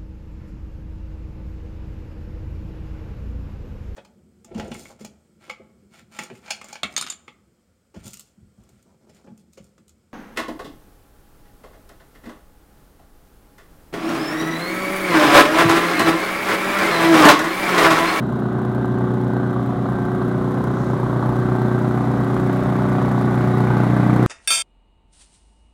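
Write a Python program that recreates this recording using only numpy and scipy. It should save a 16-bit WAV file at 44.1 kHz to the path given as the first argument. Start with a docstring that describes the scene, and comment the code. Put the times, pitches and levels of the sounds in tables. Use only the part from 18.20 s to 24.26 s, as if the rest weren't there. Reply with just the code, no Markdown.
"""A walk-behind mower with a one-cylinder four-stroke engine comes slowly nearer across the grass of an empty stadium.
Each firing sends a puff through the ringing muffler and a crack that washes off the seats; echoes from the stands
slide against the direct sound, so the low notes swell and fade.
Valves tick, gears whine in drifting tones, and shaped noise makes the rasp, the blade whir, the grass hiss and the fan.
Behind it, sine tones with slowly wandering level and pitch are the far mowers, over a low rumble."""
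import sys
import numpy as np
from scipy import signal
from scipy.fft import rfft, irfft, next_fast_len
from scipy.io import wavfile

SR = 44100
rng = np.random.default_rng(int(sys.argv[2]) if len(sys.argv) > 2 else 0)


def to_wav(s):
    """Save 16-bit WAV."""
    ch = np.atleast_2d(s).T  # columns
    pcm = np.round(np.clip(ch, -1, 1) * 32767)  # PCM
    wavfile.write(sys.argv[1], SR, pcm.astype(np.int16))


N = 267378
LEAD = SR  # samples of running engine before the scene is heard
TIME = np.arange(-LEAD, N) / SR  # s
FIRING_HZ = 30.66  # typical firing rate
START_M, WALK_M_S, SOUND_M_S = 6.3, .56, 343  # distance at 0 s, walking speed, speed of sound
NEARNESS = START_M / (START_M - WALK_M_S * TIME)  # direct sound grows as one over the distance


def from_db(db):
    """Decibels to gain."""
    return 10 ** (np.asarray(db) / 20)


def rms_one(x):
    """Scale to rms 1."""
    return x / np.sqrt(np.mean(x ** 2) + 1e-20)


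def approach(start_db, power):
    """Gain as the mower nears: power 1 for direct sound, less for echoes, more for sound the grass swallows."""
    return from_db(start_db) * NEARNESS ** power


def colour(x, spectrum):
    """Give x the shape of a spectrum, with sloping skirts beyond its ends; rms 1."""
    size = next_fast_len(len(x))
    hz, db = np.transpose(spectrum)
    log_hz = np.log(np.arange(size // 2 + 1) * SR / size + 1)
    beyond = np.abs(log_hz - np.clip(log_hz, np.log(hz[0]), np.log(hz[-1])))
    gain = from_db(np.interp(log_hz, np.log(hz), db) - 20 * beyond)
    return rms_one(irfft(rfft(x, size) * gain, size)[:len(x)])


def noise(spectrum):
    """Coloured noise, rms 1."""
    return colour(rng.standard_normal(len(TIME)), spectrum)


def drift(rate_hz):
    """Slow random wander with spread 1: smoothed noise drawn every 100 samples."""
    r = np.exp(-200 * np.pi * rate_hz / SR)
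    chance = rng.standard_normal(len(TIME) // 100 + 2002)
    slow = signal.lfilter([1], [1, -2 * r, r * r], chance)[2000:]  # skip the settling
    return np.interp(np.arange(len(TIME)) / 100, np.arange(len(slow)), rms_one(slow))


def resonance(x, hz, width_hz):
    """Two-pole band-pass with gain 1 on top."""
    r = np.exp(-np.pi * width_hz / SR)
    feed = np.array([1, 0, -1]) * (1 - r * r) / 2
    back = [1, -2 * r * np.cos(2 * np.pi * hz / SR), r * r]
    return signal.lfilter(feed, back, x + 1e-18)


def strokes(cycles, place, uneven_db, jitter_s):
    """One click each firing cycle at the given place, uneven in strength and timing."""
    at = np.flatnonzero(np.diff(np.floor(cycles - place)) > 0)
    chance = rng.standard_normal((256, 2))[:len(at)]
    shift = (chance[:, 0] * jitter_s * SR).astype(int)
    clicks = np.zeros(len(TIME))
    clicks[np.clip(at + shift, 0, len(TIME) - 1)] = from_db(uneven_db * chance[:, 1])
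    return clicks


def bursts(clicks, decay_s):
    """Each click starts an envelope that dies away exponentially."""
    return signal.lfilter([1], [1, -np.exp(-1 / (decay_s * SR))], clicks + 1e-18)


def seat_rows(x, t60_s):
    """Countless small reflections from the seats blur x into a wash; rms 1."""
    tail = rng.standard_normal(LEAD) * from_db(-60 * np.arange(LEAD) / SR / t60_s)
    return rms_one(signal.fftconvolve(x, tail)[:len(x)])


# low spectrum of the stadium: freq_hz, level_db
RUMBLE_SPECTRUM = [(15, -28), (28, 9.5), (42, -5), (56, 14), (80, 11), (130, 13.5), (210, 17), (300, 14.5),
                   (400, 10.5), (600, 7.5), (1500, -9.5)]


def rumble():
    """Low noise under everything, shaped by its spectrum."""
    return noise(RUMBLE_SPECTRUM)


# exhaust tones of the far mowers: firing_hz, multiple of the firing rate, level_db
FAR_TONES = [(32.98, 2, -44.5), (32.77, 4, -33), (32.4, 5, -58), (33.13, 6, -37.5), (32.83, 7, -35.5),
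             (32.83, 12, -36.5), (34.9, 4, -38), (33.3, 5, -54), (33.74, 6, -59)]


def far_mowers():
    """Only the low exhaust notes carry across the pitch: sines wandering in level and phase."""
    drone = 0
    for firing_hz, multiple, level_db in FAR_TONES:
        level = from_db(level_db + 0.45 * drift(1.0))
        phase = 2 * np.pi * (multiple * firing_hz * TIME + rng.random()) + 0.7 * drift(0.33)
        drone = drone + level * np.sqrt(2) * np.sin(phase)
    return drone


# airy spectrum of the fan: freq_hz, level_db
FAN_SPECTRUM = [(2000, -24), (2700, 4.5), (3400, 7.5), (3880, 8.5), (4300, -11), (5000, -4), (8000, -5.5)]


def fan():
    """Steady air noise, strongest around 3 to 4 kHz."""
    return noise(FAN_SPECTRUM)


# spectrum of a swish through the grass: freq_hz, level_db
SWISH_SPECTRUM = [(2500, -7), (4500, -3), (6000, 5), (8000, -4), (11000, -20)]


def swish(at_s, width_s):
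    """One brief brighter swish through the grass: noise under a bell-shaped envelope."""
    return np.exp(-.5 * ((TIME - at_s) / width_s) ** 2) * noise(SWISH_SPECTRUM)


# spectrum of the whirring blades: freq_hz, level_db
WHIR_SPECTRUM = [(1200, 6.5), (1750, 8), (1980, 9), (2300, -4.5), (2800, -15.5), (3600, -6), (5000, -18.5)]
# spectrum of the cut grass: freq_hz, level_db
HISS_SPECTRUM = [(2500, -10), (4500, 1), (6000, 0), (8000, -1.5), (9600, -3.5), (10500, -2), (12000, -7),
                 (15500, -12.5)]
# level the hiss settles towards, how far below that it is at 0 s, and how fast it emerges
HISS_NEAR_DB, HISS_LOST_DB, HISS_EMERGES_S = -55.5, 27, 1.52


def cutter():
    """The blades whir louder with every step; the hiss of cut grass emerges and levels off, with one swish."""
    whir = approach(start_db=-49.5, power=1.94) * noise(WHIR_SPECTRUM)
    hiss_db = HISS_NEAR_DB - HISS_LOST_DB * np.exp(-TIME / HISS_EMERGES_S)
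    hiss = from_db(hiss_db) * noise(HISS_SPECTRUM)
    return whir + hiss + from_db(-56.5) * swish(at_s=2.63, width_s=0.085)


# spectrum of the close rasp: freq_hz, level_db
RASP_SPECTRUM = [(1600, -26), (2150, 6), (2450, 1), (2900, -5), (3500, -18), (5000, -20)]


def rasp(cycles):
    """Rough mechanical noise that pulses with the firings and only carries a short way."""
    shaking = bursts(strokes(cycles, place=.01, uneven_db=2.5, jitter_s=.0003), decay_s=.03)
    return colour(shaking * rng.standard_normal(len(TIME)), RASP_SPECTRUM)


# valve train contacts: place in the cycle (0-1), relative_level_db, decay_s
VALVE_CONTACTS = [(.012, 3, .003), (.214, -9, .0015), (.297, 1, .0015), (.342, -3, .0035), (.591, -2, .001)]
# bright spectrum of the ticks: freq_hz, level_db
TICK_SPECTRUM = [(1500, -10), (3500, 1), (6000, -1), (9000, -1), (10700, .5), (13000, -2.5), (15500, -5.5)]


def valves(cycles):
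    """Metal contacts at fixed places in the cycle: bright ticks of decaying noise."""
    envelope = 0
    for place, level_db, decay_s in VALVE_CONTACTS:
        contacts = strokes(cycles, place, uneven_db=3.6, jitter_s=.00012)
        envelope = envelope + from_db(level_db) * bursts(contacts, decay_s)
    return colour(envelope * rng.standard_normal(len(TIME)), TICK_SPECTRUM)


# whine of the drive: multiple of the firing rate, relative_level_db
WHINE_TONES = [(16, -16), (18, -15.5), (20, -14.5), (23, -15), (24, -10.5), (26, -15), (28, -13.5),
               (34, -12.5), (37, -17.5), (38, -20.5), (48, -16), (51, -14.5), (82, -53), (126, -36.5)]
WHINE_FADES_HZ, WHINE_STEADY_SHARE = 1.84, .22  # rate of fading, direct share of the power


def whine(cycles):
    """Gear tones locked to the crank: a steady direct part plus scattered echoes that drift, so each tone fades."""
    tones = 0
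    for multiple, level_db in WHINE_TONES:
        scattered = drift(WHINE_FADES_HZ) + 1j * drift(WHINE_FADES_HZ)
        paths = np.sqrt(2 * WHINE_STEADY_SHARE) + np.sqrt(1 - WHINE_STEADY_SHARE) * scattered
        turning = np.exp(2j * np.pi * (multiple * cycles + rng.random()))
        tones = tones + from_db(level_db) * np.real(paths * turning)
    return tones


# spectrum of the crack and rattle: freq_hz, level_db
CLATTER_SPECTRUM = [(250, 2), (420, -2), (680, 3.5), (900, 0), (1130, 3), (1320, -1.5), (1540, -4.5),
                    (1720, -12), (2200, -56), (3000, -28), (4200, -28), (5500, -59)]


def clatter(cycles):
    """The sharp crack of each firing, a rattle of the deck around it, and the crack's wash from the seats."""
    crack = colour(-strokes(cycles, place=.021, uneven_db=1.7, jitter_s=.00008), CLATTER_SPECTRUM)
    shaking = bursts(strokes(cycles, place=.97, uneven_db=1.8, jitter_s=.0002), decay_s=.021)
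    rattle = colour(shaking * rng.standard_normal(len(TIME)), CLATTER_SPECTRUM)
    wash = seat_rows(crack, t60_s=2.03)
    return from_db(-9.0) * crack + from_db(-3.5) * rattle + from_db(-6.5) * wash


# slow swell of the boom: dB above and below the middle, period, time of a crest
SWELL_DB, SWELL_EVERY_S, SWELL_CREST_S = 2, 2.38, 3.5


def boom(cycles):
    """Fourth multiple of the firing rate, as an echo whose extra path grows at twice the walking speed."""
    swell = from_db(SWELL_DB * np.cos(2 * np.pi * (TIME - SWELL_CREST_S) / SWELL_EVERY_S))
    delay_s = .043 + 2 * WALK_M_S * TIME / SOUND_M_S
    late_cycles = cycles - FIRING_HZ * delay_s
    return swell * np.cos(2 * np.pi * 4 * late_cycles)


# muffler resonances: freq_hz, width_hz, level_db
MUFFLER_MODES = [(61.5, 3, -53), (154, 5.2, -35.5), (193.6, 29.5, -27), (272.8, 13.3, -35),
                 (304.4, 3.5, -35), (368.1, 8.9, -36.5), (598, 193, -50)]
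# echoes from the stands: delay_s at 0 s, growth of the extra path in m/s, level_db
STAND_ECHOES = [(.04549, 1.119, -2.2), (.07433, .404, -5.2), (.09394, .01, -9), (.12702, 1.122, -2.2),
                (.15146, 1.122, -1.9), (.16778, 1.114, -1.9), (.21019, 0, -5.9)]


def exhaust(cycles):
    """Soft-edged puffs ring the muffler; the direct sound grows while the echoes slide later or stay put."""
    puffs = -strokes(cycles, place=.018, uneven_db=.6, jitter_s=.00006) * SR / (2 * FIRING_HZ)
    puffs = signal.sosfilt(signal.butter(4, 540, fs=SR, output="sos"), puffs)  # soften the edges
    note = sum(from_db(level_db) * resonance(puffs, hz, width_hz) for hz, width_hz, level_db in MUFFLER_MODES)
    echoes = 0
    for delay_s, growth_m_s, level_db in STAND_ECHOES:
        heard_from = TIME - delay_s - growth_m_s * TIME / SOUND_M_S
        echoes = echoes + from_db(level_db) * np.interp(heard_from, TIME, note)
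    return NEARNESS * note + echoes


# nearly steady engine speed: time_s, firing_hz
ENGINE_SPEED = [(0.0, 30.588), (0.71, 30.75), (1.0, 30.658), (2.2, 30.614), (3.32, 30.75), (3.52, 30.666),
                (4.25, 30.792), (5.76, 30.458), (6.06, 30.642)]


def engine_cycles():
    """Add up the firing rate into a running count of firing cycles."""
    time_s, firing_hz = np.transpose(ENGINE_SPEED)
    cycles = np.cumsum(np.interp(TIME, time_s, firing_hz)) / SR
    return cycles - cycles[LEAD] - .79  # where in the cycle the scene opens


def scene():
    """The near mower, walked in at an even pace, over the drone of the stadium."""
    cycles = engine_cycles()
    stadium = far_mowers() + approach(start_db=-32.5, power=0.73) * rumble()
    air = approach(start_db=-59.0, power=0.53) * fan()
    metal = approach(start_db=-68.0, power=3.54) * rasp(cycles)
    ticks = approach(start_db=-63.6, power=1.35) * valves(cycles)
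    engine = approach(start_db=-32.0, power=0.92) * (clatter(cycles) + from_db(-2.16) * whine(cycles))
    low_note = approach(start_db=-24.0, power=1.15) * boom(cycles)
    muffler = approach(start_db=-0.85, power=0.23) * exhaust(cycles)
    mix = stadium + air + cutter() + metal + ticks + engine + low_note + muffler
    return mix[None, LEAD:]


def record(dry):
    """Cut the top steeply above 15.75 kHz."""
    return signal.sosfilt(signal.ellip(12, .1, 80, 15750, fs=SR, output="sos"), dry)


dry = scene()
out = record(dry)
to_wav(out)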